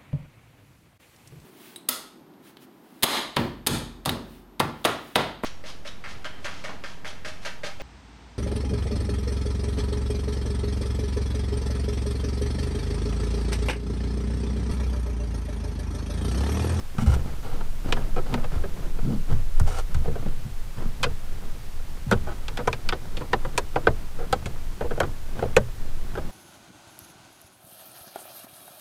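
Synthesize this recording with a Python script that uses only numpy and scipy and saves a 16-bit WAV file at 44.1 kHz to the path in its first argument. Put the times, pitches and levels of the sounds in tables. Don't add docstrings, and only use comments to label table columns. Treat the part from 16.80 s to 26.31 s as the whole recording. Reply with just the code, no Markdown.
import sys
import numpy as np
from scipy import signal
from scipy.fft import rfft, irfft, next_fast_len
from scipy.io import wavfile

SR = 44100
rng = np.random.default_rng(int(sys.argv[2]) if len(sys.argv) > 2 else 0)


def persist_wave(psi):
    counts = np.round(np.clip(psi, -1, 1) * 32767).astype(np.int16)
    wavfile.write(sys.argv[1], SR, np.atleast_2d(counts).T)


N = 419391

# time_s, level_db
SWAY_LEVELS = [(0, -33), (.6, -20), (2.2, -20), (2.85, -17.5), (3.4, -23.5), (6.5, -26.5), (9.5, -24.5)]
# freq_hz, gain_db
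SWAY_SPECTRUM = [(5, -1), (14, 11.5), (30, -4), (150, -66)]
# freq_hz, gain_db
HISS_SPECTRUM = [(30, -39.5), (56, 3.5), (130, -8.5), (250, -22), (1000, -24), (4000, -30.5), (15000, -38)]
# start_s, length_s, rub_db, swish_db
SLEEVE_STROKES = [(0.261, 0.104, -32, -47.5), (0.448, 0.064, -37, -50), (0.623, .14, -37, -42.5),
                  (1.037, 0.155, -32, -43.5), (1.448, 0.088, -37.5, -43), (1.706, 0.056, -32, -45),
                  (2.481, 0.034, -29.5, -56), (3.961, 0.0844, -34.5, -72.5)]
# freq_hz, gain_db
RUB_SPECTRUM = [(50, 7.5), (130, 12.5), (500, -3.5), (1450, -12), (2200, -18.5), (14000, -39)]
# freq_hz, gain_db
SWISH_SPECTRUM = [(500, 14.5), (1300, 10.5), (2200, -2.5), (4600, 0.5), (4800, 6), (5000, -6.5),
                  (14000, -16)]
# start_s, length_s, attack_s, level_db
WIRE_PULLS = [(0.18, 0.0556, 0.0028, -39), (0.261, 0.091, 0.0031, -36.5), (2.854, 0.1332, 0.037, -37),
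              (2.982, 0.024, 0.0108, -33)]
# freq_hz, gain_db
WIRE_SPECTRUM = [(400, 6), (1400, 2.5), (2000, -4.5), (9000, -9.5), (10500, -17), (15000, -23)]
# start_s, peak_db, centre_hz
BUMPS = [(.182, -14, 161.6), (0.221, -17, 240), (.271, -7, 83.8), (1.539, -19, 223), (1.749, -20, 85.6),
         (2.52, -14.5, 114.2), (2.805, -12.5, 85.8), (3.146, -15, 88), (3.278, -21.5, 126),
         (3.458, -21, 171.3), (3.647, -24, 139), (4.053, -24, 163.6), (4.25, -21.5, 100.6),
         (5.263, -21.5, 119), (5.319, -14, 253), (5.33, -19, 75), (7.655, -23, 129), (8.764, -16.5, 140.3)]
# pitch_hz, t60_s, gain_db
BODY_MODES = [(46.14, 1, -2), (69.06, 0.52, 3.5), (87.53, 0.42, -4.5), (115.92, 0.381, -2),
              (139, 0.2067, 1.5), (194.46, 0.0883, 1.5), (223.2, 0.1764, -0.5)]
# start_s, drag_s, knock_db, clack_db
TOOL_SCRAPES = [(.183, 0.0092, -39, -33), (.808, .004, -44.5, -41), (1.167, 0.0089, -38.5, -35.5),
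                (1.362, 0.02806, -26.5, -32), (1.576, 0.00865, -39, -44), (1.836, 0.0188, -32, -39.5),
                (2.186, .006, -40.5, -44.5), (3.255, .008, -36, -44), (3.276, .018, -29, -45),
                (3.355, 0.01, -33, -44.5), (3.424, 0.0044, -43, -51.5), (3.459, 0.0045, -38, -48),
                (4.261, 0.00545, -29, -40), (5.47, 0.0527, -34.5, -35), (5.788, 0.0219, -30, -34.5),
                (6.408, 0.0195, -33.5, -37.5), (6.648, .011, -33.5, -35), (7.387, 0.0574, -31.5, -40.5),
                (8.008, 0.0192, -27, -35), (8.043, 0.01183, -28.5, -45.5), (8.108, 0.00814, -28.5, -36.5),
                (8.176, 0.00186, -31.5, -42.5), (8.232, 0.00727, -30.5, -32), (8.591, 0.0046, -38, -38.5),
                (8.624, .014, -22.5, -33), (8.657, 0.0081, -32.5, -55), (9.352, .008, -41, -37.5),
                (9.374, 0.01377, -29.5, -35.5)]
# start_s, drag_s, knock_db, clack_db, tick_db, snap_db, pitch_hz
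TOOL_TAPS = [(1.1241, 0.0016, -30.5, -28.5, -26, -42, 3040), (1.5405, 0, -32, -30, -35, -48.5, 908.6),
             (1.641, .008, -38.5, -39, -47, -62.5, 840), (2.798, 0.0027, -40.5, -35, -48.5, -42, 998),
             (3.145, 0.0041, -58.5, -40.5, -45.5, -49.5, 1318), (4.2305, .005, -39, -29, -27, -38.5, 3950),
             (4.2395, .003, -31, -26, -27.5, -41.5, 982), (5.313, .007, -25, -22.5, -34.5, -39.5, 1450),
             (5.323, 0.0098, -20, -22, -33.5, -45.5, 1400), (5.682, 0, -45.5, -40.5, -37, -51.5, 3454),
             (5.773, .007, -43.5, -35, -37.5, -48, 3350), (5.8737, 0.0052, -22, -21, -35.5, -43, 978),
             (5.929, 0.0057, -38.5, -35.5, -31, -49.5, 2500), (6.0895, .004, -45, -32, -28.5, -44, 4530),
             (6.124, .01, -28.5, -27.5, -35.5, -58.5, 1260), (6.37, 0.0069, -39.5, -47.5, -38, -53, 3395),
             (6.5315, 0.00235, -22.5, -20, -30.5, -50, 793.4),
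             (6.7774, 0.0064, -26.5, -23.5, -26, -30.5, 982), (6.959, .0081, -22.5, -24, -38, -60, 796),
             (7.0697, 0.00394, -15.5, -16.5, -32.5, -55, 1538), (7.5267, 0.0052, -23, -20.5, -31, -38, 782),
             (7.658, 0.0109, -37.5, -41, -39.5, -46.5, 2160),
             (8.2025, 0.0036, -24, -21.5, -32.5, -38.5, 549), (8.7654, .0039, -12, -20, -21.5, -32, 2453)]
# pitch_hz, width_hz, gain_db
PANEL_MODES = [(390.4, 68.3, -0.5), (482.3, 67.6, 4.5), (795.2, 68, -4.5), (997.7, 56, -9),
               (1276.6, 132.5, 1), (1515, 113, -1), (2464, 104, -3.5), (3254, 254, 0.5)]
# freq_hz, gain_db
SCATTER_SPECTRUM = [(200, -11.5), (450, 5.5), (1600, -0.5), (3200, -2.5), (6000, -9), (15000, -32)]
# freq_hz, t60_s
CABIN_DECAY = [(250, 0.1656), (700, 0.0638), (1800, 0.0511), (5000, 0.0443), (13000, 0.04)]
# start_s, length_s, level_db
LEAN_SLIDE = (2.223, 0.1144, -21)
# pitch_hz, width_hz, gain_db
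FURNITURE_MODES = [(133.2, 40, -3.5), (180.6, 17, -1), (409, 28, -12)]
HOUSING_HZ, HOUSING_WIDTH_HZ = [490, 780, 1360, 2150, 2930, 5750, 8800], 85


def amp(db):
    return 10 ** (np.asarray(db) / 20)


def unit(x):
    return x / np.sqrt(np.mean(x ** 2) + 1e-20)


def along(points, hz):
    freqs_hz, values = np.transpose(points)
    return np.interp(np.log(hz + 1), np.log(freqs_hz + 1), values)


def wobble(knots_per_s):
    knots = rng.standard_normal(int(N * knots_per_s / SR) + 2)
    return np.interp(np.arange(N) * knots_per_s / SR, np.arange(len(knots)), knots)


def colour(x, spectrum):
    size = next_fast_len(len(x))
    gain = amp(along(spectrum, np.fft.rfftfreq(size, 1 / SR)))
    return unit(irfft(rfft(x, size) * gain, size)[:len(x)])


def band(x, lo_hz, hi_hz):
    return signal.sosfilt(signal.butter(3, [lo_hz, hi_hz], "band", fs=SR, output="sos"), x)


def resonate(x, modes):
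    return sum(amp(db) * signal.lfilter(*signal.iirpeak(hz, hz / width_hz, SR), x)
               for hz, width_hz, db in modes)


def add(track, start_s, sound):
    part = track[max(0, round(start_s * SR)):][:len(sound)]
    part += sound[:len(part)]


def sway():
    level_db = np.interp(np.arange(N) / SR, *np.transpose(SWAY_LEVELS))
    return amp(level_db) * colour(rng.standard_normal(N), SWAY_SPECTRUM)


def rumble_and_hiss(level_db=-42):
    return amp(level_db) * colour(rng.standard_normal(N), HISS_SPECTRUM)


def stroke(start_s, length_s, attack_s=0.0153, release_s=0.061):
    age_s = np.arange(N, dtype="float32") / SR - start_s
    return np.clip(age_s / attack_s, 0, 1) * np.exp(-np.clip((age_s - length_s) / release_s, 0, 20))


def friction(spectrum, grain_db, pressure_db=1.5):
    grains = rng.standard_normal(N) * amp(grain_db * wobble(700) + pressure_db * wobble(55))
    return colour(grains, spectrum)


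def housed(x, direct_gain=0.57):
    return unit(direct_gain * x + resonate(x, [(hz, HOUSING_WIDTH_HZ, 0) for hz in HOUSING_HZ]))


def arm_motion(fidget_db=-47, swing_db=5.5, reach_db=-42, reach_s=0.0942, lead_s=0.0484):
    rub_power = amp(fidget_db + swing_db * wobble(knots_per_s=6.4)) ** 2
    swish_power = np.zeros(N)
    for start_s, length_s, rub_db, swish_db in SLEEVE_STROKES:
        speed = stroke(start_s, length_s)
        rub_power += (amp(rub_db) * speed) ** 2
        swish_power += (amp(swish_db) * speed) ** 2
    reach_power = (amp(reach_db) * stroke(0, reach_s)[:SR]) ** 2
    for start_s, *_ in list(TOOL_TAPS) + list(TOOL_SCRAPES):
        add(rub_power, start_s - lead_s, reach_power)
    return np.sqrt(rub_power), np.sqrt(swish_power)


def sleeves(resonance=0.189):
    rub_gain, swish_gain = arm_motion()
    rub = rub_gain * friction(RUB_SPECTRUM, grain_db=3.5)
    swish = swish_gain * housed(friction(SWISH_SPECTRUM, grain_db=0.5))
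    cloth = rub + swish
    return (cloth + resonance * resonate(cloth, PANEL_MODES)) / np.sqrt(1 + resonance)


def wires():
    speed = sum(amp(db) * stroke(start_s, length_s, attack_s, release_s=0.008)
                for start_s, length_s, attack_s, db in WIRE_PULLS)
    return speed * housed(friction(WIRE_SPECTRUM, grain_db=2.5, pressure_db=2.42))


def boom(centre_hz, spread_oct, damping=1, rise_s=0.00387):
    t = np.arange(SR // 2, dtype="float32") / SR
    sound = np.zeros_like(t)
    for hz, t60_s, db in BODY_MODES:
        share = amp(db) * np.exp(-.5 * (np.log2(hz / centre_hz) / spread_oct) ** 2)
        age_s = t[:int(t60_s * SR)]
        cycles = hz * rng.normal(1, 0.0384) * age_s + rng.random()
        add(sound, 0, share * amp(-60 * damping * age_s / t60_s) * np.sin(2 * np.pi * cycles))
    sound *= 1 - np.exp(-(t / rise_s) ** 2)
    return sound / np.abs(sound).max()


def thumps():
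    out = np.zeros(N)
    for start_s, peak_db, centre_hz in BUMPS:
        add(out, start_s, amp(peak_db) * boom(centre_hz, spread_oct=0.672))
    return out


def contacts(brushes_per_s=2.2, brush_s=0.0065, brush_db=-52, soft_db=5, tick_rel_db=-14, snap_rel_db=-28):
    draws = rng.random((int(brushes_per_s * N / SR), 2))
    brushes = [(when * N / SR, brush_s, brush_db, brush_db - soft_db * soft) for when, soft in draws]
    blunt = [(start_s, drag_s, knock_db, clack_db, clack_db + tick_rel_db, clack_db + snap_rel_db)
             for start_s, drag_s, knock_db, clack_db in list(TOOL_SCRAPES) + brushes]
    return list(TOOL_TAPS) + blunt


def panel_ring(t, pitches_hz, part_q=13.55, part_db=4, scatter_db=-1.5, hold_s=0.00293):
    part_modes = [(hz, hz / part_q, part_db) for hz in pitches_hz]
    modes = np.zeros(len(t))
    for hz, width_hz, db in list(PANEL_MODES) + part_modes:
        envelope = amp(db + rng.normal(0, 2)) * np.exp(-np.pi * width_hz * t)
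        modes += envelope * np.sin(2 * np.pi * (hz * t + rng.random()))
    overtones = colour(rng.standard_normal(len(t)), SCATTER_SPECTRUM)
    bins_hz, age_s, frames = signal.stft(overtones, SR, nperseg=128)
    fade = amp(-60 * np.maximum(age_s - hold_s, 0) / along(CABIN_DECAY, bins_hz)[:, None])
    spray = signal.istft(frames * fade, SR, nperseg=128)[1][:len(t)]
    return unit(modes) + amp(scatter_db) * unit(spray)


def slips(drag_s, slips_per_s=1200):
    force = np.zeros(int(drag_s * SR) + 1)
    count = int(drag_s * slips_per_s)
    force[rng.integers(0, len(force), count)] = rng.normal(0, 0.261, count)
    force[0] = 1
    return force


def screwdriver(knock_rise_s=0.00247, clack_rise_s=0.00133, wall_rel_db=-1):
    out = np.zeros(N)
    t = np.arange(SR // 7) / SR
    span_samples = SR / 50
    early = np.exp(-t / clack_rise_s)
    for start_s, drag_s, knock_db, clack_db, tick_db, snap_db, *pitches_hz in contacts():
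        ring = panel_ring(t, pitches_hz)
        force = slips(drag_s)
        panel = band(ring * (1 - np.exp(-t / knock_rise_s)), 177.5, 685)
        housing = band(ring * (1 - early), 769, 1686)
        terminal = band(ring * (1 + 0.174 * early), 2076, 4935)
        blade = band(ring * (1 + 1.55 * early), 6580, 13000)
        for db, part in (knock_db, panel), (clack_db, housing), (tick_db, terminal), (snap_db, blade):
            sound = signal.fftconvolve(part, force)
            add(out, start_s, amp(db) * sound * np.sqrt(span_samples / np.sum(sound ** 2)))
        wall = boom(centre_hz=133.3, spread_oct=0.735, damping=1.2)
        add(out, start_s, amp(knock_db + wall_rel_db) * wall)
    return out


def lean(scuff_rel_db=-22):
    start_s, length_s, level_db = LEAN_SLIDE
    speed = stroke(start_s, length_s, attack_s=0.092, release_s=0.01575)
    judder = unit(band(resonate(rng.standard_normal(N), FURNITURE_MODES), 94, 364))
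    scuff = amp(scuff_rel_db) * housed(friction(SWISH_SPECTRUM, grain_db=3.0))
    return amp(level_db) * np.sqrt(speed) * (judder + scuff)


def scene():
    return (screwdriver() + thumps() + lean() + wires() + sleeves() + sway() + rumble_and_hiss())[None]


def record(dry):
    ceiling, top_hz = 0.9, 15600
    size = next_fast_len(N + SR // 2)
    clipped = np.clip(dry, -ceiling, ceiling)
    passband = np.fft.rfftfreq(size, 1 / SR) < top_hz
    return irfft(rfft(clipped, size) * passband, size)[:, :N]


dry = scene()
out = record(dry)
persist_wave(out)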